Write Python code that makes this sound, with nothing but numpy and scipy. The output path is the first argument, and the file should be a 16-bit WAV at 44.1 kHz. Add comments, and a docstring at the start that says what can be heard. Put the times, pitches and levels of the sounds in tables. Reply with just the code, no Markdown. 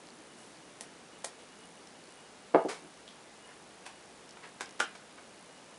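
"""Steady hiss, a thin electrical buzz and a faint whine fill a small furnished room.
A sleeve stirs as a pen spins round the fingers, sliding on skin and clicking against them twice.
The pen drops on a cloth-covered board, which knocks and rings; it bounces and scuffs to rest.
The empty hands make signs, with small ticks and brushes of skin, then clap twice, ringing the air
trapped between the palms. The room answers each contact with a short tail."""
import sys
import numpy as np
from scipy import signal
from scipy.fft import rfft, irfft
from scipy.io import wavfile
from scipy.ndimage import uniform_filter1d

SR = 44100
rng = np.random.default_rng(int(sys.argv[2]) if len(sys.argv) > 2 else 0)


def wrap_up_sound(samples):
    """Save the sound to the file named by the first command line argument, as 16-bit audio."""
    columns = np.atleast_2d(samples).T
    # keep every value between -1 and 1, then stretch to whole-number steps
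    tamed = np.clip(columns, -1, 1)
    steps = np.round(tamed * 32767).astype(np.int16)
    wavfile.write(sys.argv[1], SR, steps)


N = 254942
TIME = np.arange(N) / SR
AGE = np.arange(SR // 2) / SR  # seconds since a contact
IMPULSE = 1. * (AGE == 0)
MS = 1e-3


def undb(db):
    """Decibels to gain."""
    return 10 ** (np.asarray(db) / 20)


def level(x, db):
    """Set a steady sound to an rms level."""
    return x * undb(db) / np.sqrt(np.mean(x ** 2))


def hit(x, db):
    """Scale a short sound so that its energy equals 10 ms at the given level."""
    return x * undb(db) / np.sqrt(np.sum(x ** 2) / (10 * MS * SR))


def decay(t60_s):
    """Exponential decay after a contact."""
    return np.exp(-np.log(1000) * AGE / t60_s)


def envelope(start_s, attack_s, hold_s, fall_db_per_s):
    """A gain that rises, holds, then falls at a steady rate."""
    age = TIME - start_s
    return np.clip(age / attack_s, 0, 1) * undb(-fall_db_per_s * np.maximum(age - attack_s - hold_s, 0))


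def drift(rate_hz, depth_db):
    """A gain that wanders at random."""
    steps = rng.standard_normal(int(TIME[-1] * rate_hz) + 2)
    return undb(depth_db * np.tanh(np.interp(TIME * rate_hz, np.arange(len(steps)), steps)))


def read_curve(hz, points):
    """Read (freq_hz, value) points on a log-frequency axis."""
    freqs, values = np.transpose(points)
    return np.interp(np.log(np.maximum(hz, 1)), np.log(freqs), values)


def eq(x, points, size=4096):
    """Minimum-phase EQ through (freq_hz, gain_db) points."""
    gain = undb(read_curve(np.fft.rfftfreq(size, 1 / SR), points))
    cepstrum = irfft(np.log(gain))
    cepstrum[1:size // 2] *= 2
    cepstrum[size // 2 + 1:] = 0
    return signal.fftconvolve(x, irfft(np.exp(rfft(cepstrum))))[:len(x)]


def resonate(x, hz, width_hz):
    """One resonance, gain 1 at its centre."""
    return signal.lfilter(*signal.iirpeak(hz, hz / width_hz, fs=SR), x)


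def ping(x, hz, skirt_db):
    """A narrow ring on a broad skirt of the same sound."""
    skirt = resonate(x, hz, width_hz=hz)
    return resonate(skirt, hz, width_hz=500) + undb(skirt_db) * skirt


def flatten(x, width_hz):
    """Spread a burst's energy evenly over frequency, keeping detail finer than the width."""
    spectrum = rfft(x)
    power = uniform_filter1d(np.abs(spectrum) ** 2, max(1, int(width_hz * len(x) / SR)))
    return irfft(spectrum / np.sqrt(power), len(x))


def crack(t60_s):
    """A toneless burst of many tiny contacts dying away."""
    burst = rng.standard_normal(len(AGE)) * decay(t60_s)
    return flatten(burst, width_hz=220) * decay(10 * t60_s)


def add(track, start_s, x):
    """Mix x into the track."""
    i = int(start_s * SR)
    track[i:i + len(x)] += x[:len(track) - i]


def echo(x, delay_ms, db):
    """One reflection of a sound."""
    t = TIME[:len(x)]
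    return undb(db) * np.interp(t - delay_ms * MS, t, x, left=0)


# Tone of the noise bed: freq_hz, gain_db
HISS_EQ = [(15, -37), (25, -24), (48, -12.5), (96, -11), (186, 0), (351, -0.5), (430, 0), (475, 1),
           (540, -1), (790, -2), (1100, -4.5), (2960, -10.5), (8380, -16), (9510, -17.5), (10800, -19),
           (14000, -105), (22000, -120)]


def hiss(level_db=-54.5):
    """An even bed of noise, fullest in the low mids."""
    return level(eq(rng.standard_normal(N), HISS_EQ), level_db)


# Spells in which the buzz spits harder and rings: start_s, hold_s, level_db, ring_hz
BUZZ_FLARES = [(.065, .05, -62.5, 4350), (0.548, 0.029, -68, 4600), (1.86, .015, -61.5, 5560),
               (2.035, 0.1, -70.5, 4700), (4.286, .028, -57, 5540), (4.653, 0.013, -58, 5330),
               (4.686, .028, -59.5, 5550)]


def electrical_buzz(mains_hz=59.94, sizzle_db=-72, rasp_db=-70, whine_db=-73):
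    """One spit of treble per mains cycle sizzles, rasps and flares; a faint whine comes and goes."""
    phase = (TIME - .004) * mains_hz % 1
    spit = rng.standard_normal(N) * np.exp(-phase / .08)
    sizzle = resonate(resonate(spit, 9240, 1100), 9240, 1100) * drift(rate_hz=8, depth_db=3.5)
    whine = resonate(resonate(rng.standard_normal(N), 2898, 55), 2898, 55)
    rasp = resonate(spit, 6100, 3600) * drift(rate_hz=6.28, depth_db=1.5)
    out = level(sizzle, sizzle_db) + level(rasp, rasp_db)
    out += level(whine * drift(rate_hz=14, depth_db=10), whine_db)
    for start_s, hold_s, level_db, ring_hz in BUZZ_FLARES:
        flare = level(ping(spit, ring_hz, skirt_db=-14), level_db)
        out += flare * envelope(start_s, MS, hold_s, fall_db_per_s=2000)
    return out


def sleeve(level_db=-60.5):
    """The arm driving the spin stirs a soft, low rustle that slowly fades."""
    tone = [(60, -40), (130, -5), (180, 1.5), (240, 9), (450, 1), (1000, -26), (4000, -50), (10000, -36)]
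    rustle = level(eq(rng.standard_normal(N), tone), level_db)
    return rustle * envelope(start_s=0, attack_s=MS, hold_s=0.37, fall_db_per_s=4.5)


# Tone of the plastic barrel: freq_hz, gain_db
BARREL_EQ = [(80, -33), (300, -22), (900, 0.5), (1900, -2.5), (2900, -2.5), (4200, 0.5), (7000, 0),
             (10000, 1.5), (12000, -8)]
# Bending modes of the barrel: pitch_hz, width_hz, gain_db
BARREL_RING = [(1940, 150, 5.5), (4200, 350, -6), (6000, 600, -2), (8160, 400, -1), (9800, 600, -2)]


def barrel(touch):
    """A touch on the pen's plastic tube comes out bright, with a short ring."""
    bright = eq(touch, BARREL_EQ)
    return bright + sum(undb(db) * resonate(bright, hz, width_hz) for hz, width_hz, db in BARREL_RING)


def pen_slide(low_cut_hz=3300, level_db=-61):
    """Skin slides along the barrel early in the spin: a soft, high swish."""
    low_cut = signal.butter(2, low_cut_hz, "highpass", fs=SR, output="sos")
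    friction = signal.sosfilt(low_cut, rng.standard_normal(N))
    swish = level(barrel(friction), level_db)
    return swish * envelope(start_s=0.36, attack_s=0.023, hold_s=0.049, fall_db_per_s=75)


# Pen meets finger, the last two rows heard as one click: start_s, click_db, thud_db
FINGER_HITS = [(0.8091, -42, -49.5), (1.2442, -41, -40.5), (1.247, -37.5, -69)]


def pen_clicks():
    """The barrel clicks as it is caught; the finger under it gives a dead thud."""
    out = np.zeros(N)
    flesh = resonate(resonate(IMPULSE, 470, 170), 740, 240)
    for start_s, click_db, thud_db in FINGER_HITS:
        click = barrel(crack(t60_s=0.0073))
        add(out, start_s, hit(click, click_db) + hit(flesh, thud_db))
    return room(out + echo(out, delay_ms=5.8, db=-10), wet_db=-5.5)


# Reverb time of the furnished room: freq_hz, t60_s
ROOM_DECAY = [(200, 0.16), (600, 0.14), (1600, 0.25), (4000, 0.2), (10000, 0.087)]


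def room(x, wet_db, gap_ms=7):
    """The sound plus a diffuse tail that dies at its own rate in each octave."""
    hz = np.fft.rfftfreq(len(AGE), 1 / SR)
    noise = rfft(rng.standard_normal(len(AGE)))
    octave = np.round(np.log2(np.clip(hz, 128, 8192)))
    tail = sum(irfft(noise * (octave == k), len(AGE)) * decay(read_curve(2 ** k, ROOM_DECAY))
               for k in np.unique(octave))
    # the walls answer only after a short gap
    window = np.clip(AGE / (gap_ms * MS) - .5, 0, 1) * np.clip(2 - 6 * AGE, 0, 1)
    tail = flatten(tail * window, width_hz=55) * window
    return x + undb(wet_db) * signal.fftconvolve(x, tail / np.linalg.norm(tail))[:N]


# Fingers brush the barrel or the palm: start_s, level_db, length_s, resonance_hz, high_cut_hz
FINGER_BRUSHES = [(1.387, -54.5, 0.021, 2900, 8000), (3.475, -52.5, 0.027, 1810, 2500),
                  (3.852, -47.5, 0.019, 900, 6000), (3.861, -44.5, 0.0086, 2260, 10000),
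                  (4.37, -51.5, 0.0035, 1850, 3000), (4.428, -45.5, 0.021, 1720, 3530),
                  (4.95, -49, 0.0077, 1730, 8000), (5.175, -49, 0.015, 1900, 2520)]


def skin_brushes():
    """Each light rub of skin is a quick swell of friction noise with one resonance."""
    tone = [(80, -20), (250, -4), (700, 7.5), (2000, 3), (4000, 0.5), (10000, -2)]
    out = np.zeros(N)
    for start_s, level_db, length_s, resonance_hz, high_cut_hz in FINGER_BRUSHES:
        swell = AGE * np.exp(-2 * AGE / length_s)
        rub = eq(rng.standard_normal(len(AGE)) * swell, tone)
        rub = signal.lfilter(*signal.butter(2, high_cut_hz, fs=SR), rub)
        ring = undb(-0.5) * resonate(rub, resonance_hz, width_hz=700)
        add(out, start_s, hit(rub + ring, level_db))
    return out


# Pen lands and bounces on the board: start_s, level_db, contact_ms
BOUNCES = [(2.5408, -30, 1.1), (2.5452, -26.5, 0.4), (2.5470, -14, 0.59), (2.6496, -27.5, 1.43),
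           (2.821, -50, 3), (2.845, -50, 5.1)]
# Modes of the board: pitch_hz, gain_db, t60_s
BOARD_MODES = [(165.8, -13, 0.35), (292, 0, 0.16), (389, 2.5, 0.19), (468, -5.5, 0.15), (534, -9, 0.19),
               (583, -8, 0.13), (632, -3, 0.15), (664, -0.5, 0.27), (727, -4, 0.25), (759, -7, 0.29),
               (814, -4, 0.19), (883, -2.5, 0.26), (1193, -11, 0.21), (1250, -8, 0.31), (1425, -10, 0.25),
               (1730, -23, 0.14), (2180, -7, 0.13)]
# Tone of the dead knock at the point of contact: freq_hz, gain_db
KNOCK_EQ = [(25, -66), (100, -28), (210, -13), (310, 3), (550, 3), (780, 3), (1050, -4.5), (1500, -7.5),
            (2600, -14.5), (5000, -18), (10000, -48)]


def pen_drop(ring_db=-2.5):
    """Each landing is a push cushioned by cloth: the longer the contact, the duller the board rings."""
    # neighbouring modes move in opposite senses, so the ring builds just after the knock
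    ring = sum((-1) ** k * undb(db) * np.sin(2 * np.pi * hz * AGE) * decay(t60_s)
               for k, (hz, db, t60_s) in enumerate(BOARD_MODES))
    knock = eq(IMPULSE, KNOCK_EQ)
    # nearby furniture throws the knock back
    knock = knock + echo(knock, delay_ms=6.1, db=-4.5) + echo(knock, delay_ms=13.1, db=-4)
    board = hit(knock, 0) + hit(ring, ring_db)
    out = np.zeros(N)
    for start_s, level_db, contact_ms in BOUNCES:
        push = AGE ** 2 * decay(contact_ms * MS)
        landing = signal.fftconvolve(board, push)[:len(AGE)]
        add(out, start_s, hit(landing, level_db))
    return room(out, wet_db=-7, gap_ms=9.5)


# Tone of rubbed cloth: freq_hz, gain_db
CLOTH_EQ = [(150, -28), (400, 7), (1200, 3), (2200, -2), (3200, -4.5), (5000, -5), (8500, -8),
            (11000, -13.5)]


def cloth_scuff(grain_db=4, level_db=-36.5):
    """Pen and fingers skid to rest over the weave, a dense run of uneven catches that rings the pen."""
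    grain = rng.standard_normal(N) * undb(grain_db * rng.standard_normal(N))
    catches = eq(grain, CLOTH_EQ)
    pen_ring = undb(4.5) * resonate(catches, 2200, 130)
    bite = envelope(start_s=2.683, attack_s=0.0079, hold_s=0.0041, fall_db_per_s=237)
    return room(level(catches + pen_ring, level_db) * bite, wet_db=-7)


# Ticks of the opening fist: start_s, level_db, ring_hz
FIST_TICKS = [(3.078, -52, 3380), (3.087, -55, 3220)]


def fist_creak():
    """The fist opens with a small dry creak: very short clicks, each with one ring."""
    out = np.zeros(N)
    for start_s, level_db, ring_hz in FIST_TICKS:
        tick = ping(crack(t60_s=0.015), ring_hz, skirt_db=-12)
        add(out, start_s, hit(tick, level_db))
    return out


# Tone of slapped skin: freq_hz, gain_db
SKIN_EQ = [(50, -29), (140, -18), (290, 5.5), (480, 8), (980, 7), (2000, 4.5), (2600, 3), (3200, 0),
           (4200, -3), (7500, -2), (11000, -10.5)]
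# The palms meet and trap air: start_s, slap_db, air_db, air_hz, air_lag_ms
PALM_HITS = [(4.6084, -37, -39.5, 1640, .8), (4.8007, -30, -27, 1470, 3.8)]


def claps(overtone_db=-8):
    """Fingers graze, palms slap and fingers close, while the air trapped between the palms rings."""
    # graze, slap, close: offset_ms, gain_db, t60_s
    contacts = [(-6.9, -15.5, 0.027), (0, 0, 0.027), (8.6, -6.5, 0.014)]
    squeeze = eq(IMPULSE, SKIN_EQ)
    out = np.zeros(N)
    for start_s, slap_db, air_db, air_hz, air_lag_ms in PALM_HITS:
        for offset_ms, gain_db, t60_s in contacts:
            smack = eq(crack(t60_s), SKIN_EQ)
            add(out, start_s + offset_ms * MS, hit(smack, slap_db + gain_db))
        pop = hit(resonate(squeeze, air_hz, width_hz=110), air_db)
        overtone = hit(resonate(squeeze, 1.93 * air_hz, width_hz=950), air_db + overtone_db)
        add(out, start_s + air_lag_ms * MS, pop + overtone)
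    return room(out + echo(out, delay_ms=8.5, db=-15.5), wet_db=-4)


def scene():
    """The mono mix, heard from above the board."""
    pen = pen_clicks() + pen_slide() + pen_drop() + cloth_scuff()
    hands = claps() + room(fist_creak() + skin_brushes(), wet_db=-4)
    bed = sleeve() + hiss() + electrical_buzz()
    return (pen + hands + bed)[None]


def record(dry, low_cut_hz=32, high_cut_hz=11000):
    """Master EQ: thin the deepest bass and cut the top steeply."""
    low_cut = signal.butter(2, low_cut_hz, "highpass", fs=SR, output="sos")
    high_cut = signal.ellip(10, .2, 70, high_cut_hz, fs=SR, output="sos")
    return signal.sosfilt(high_cut, signal.sosfilt(low_cut, dry))


dry = scene()
out = record(dry)
wrap_up_sound(out)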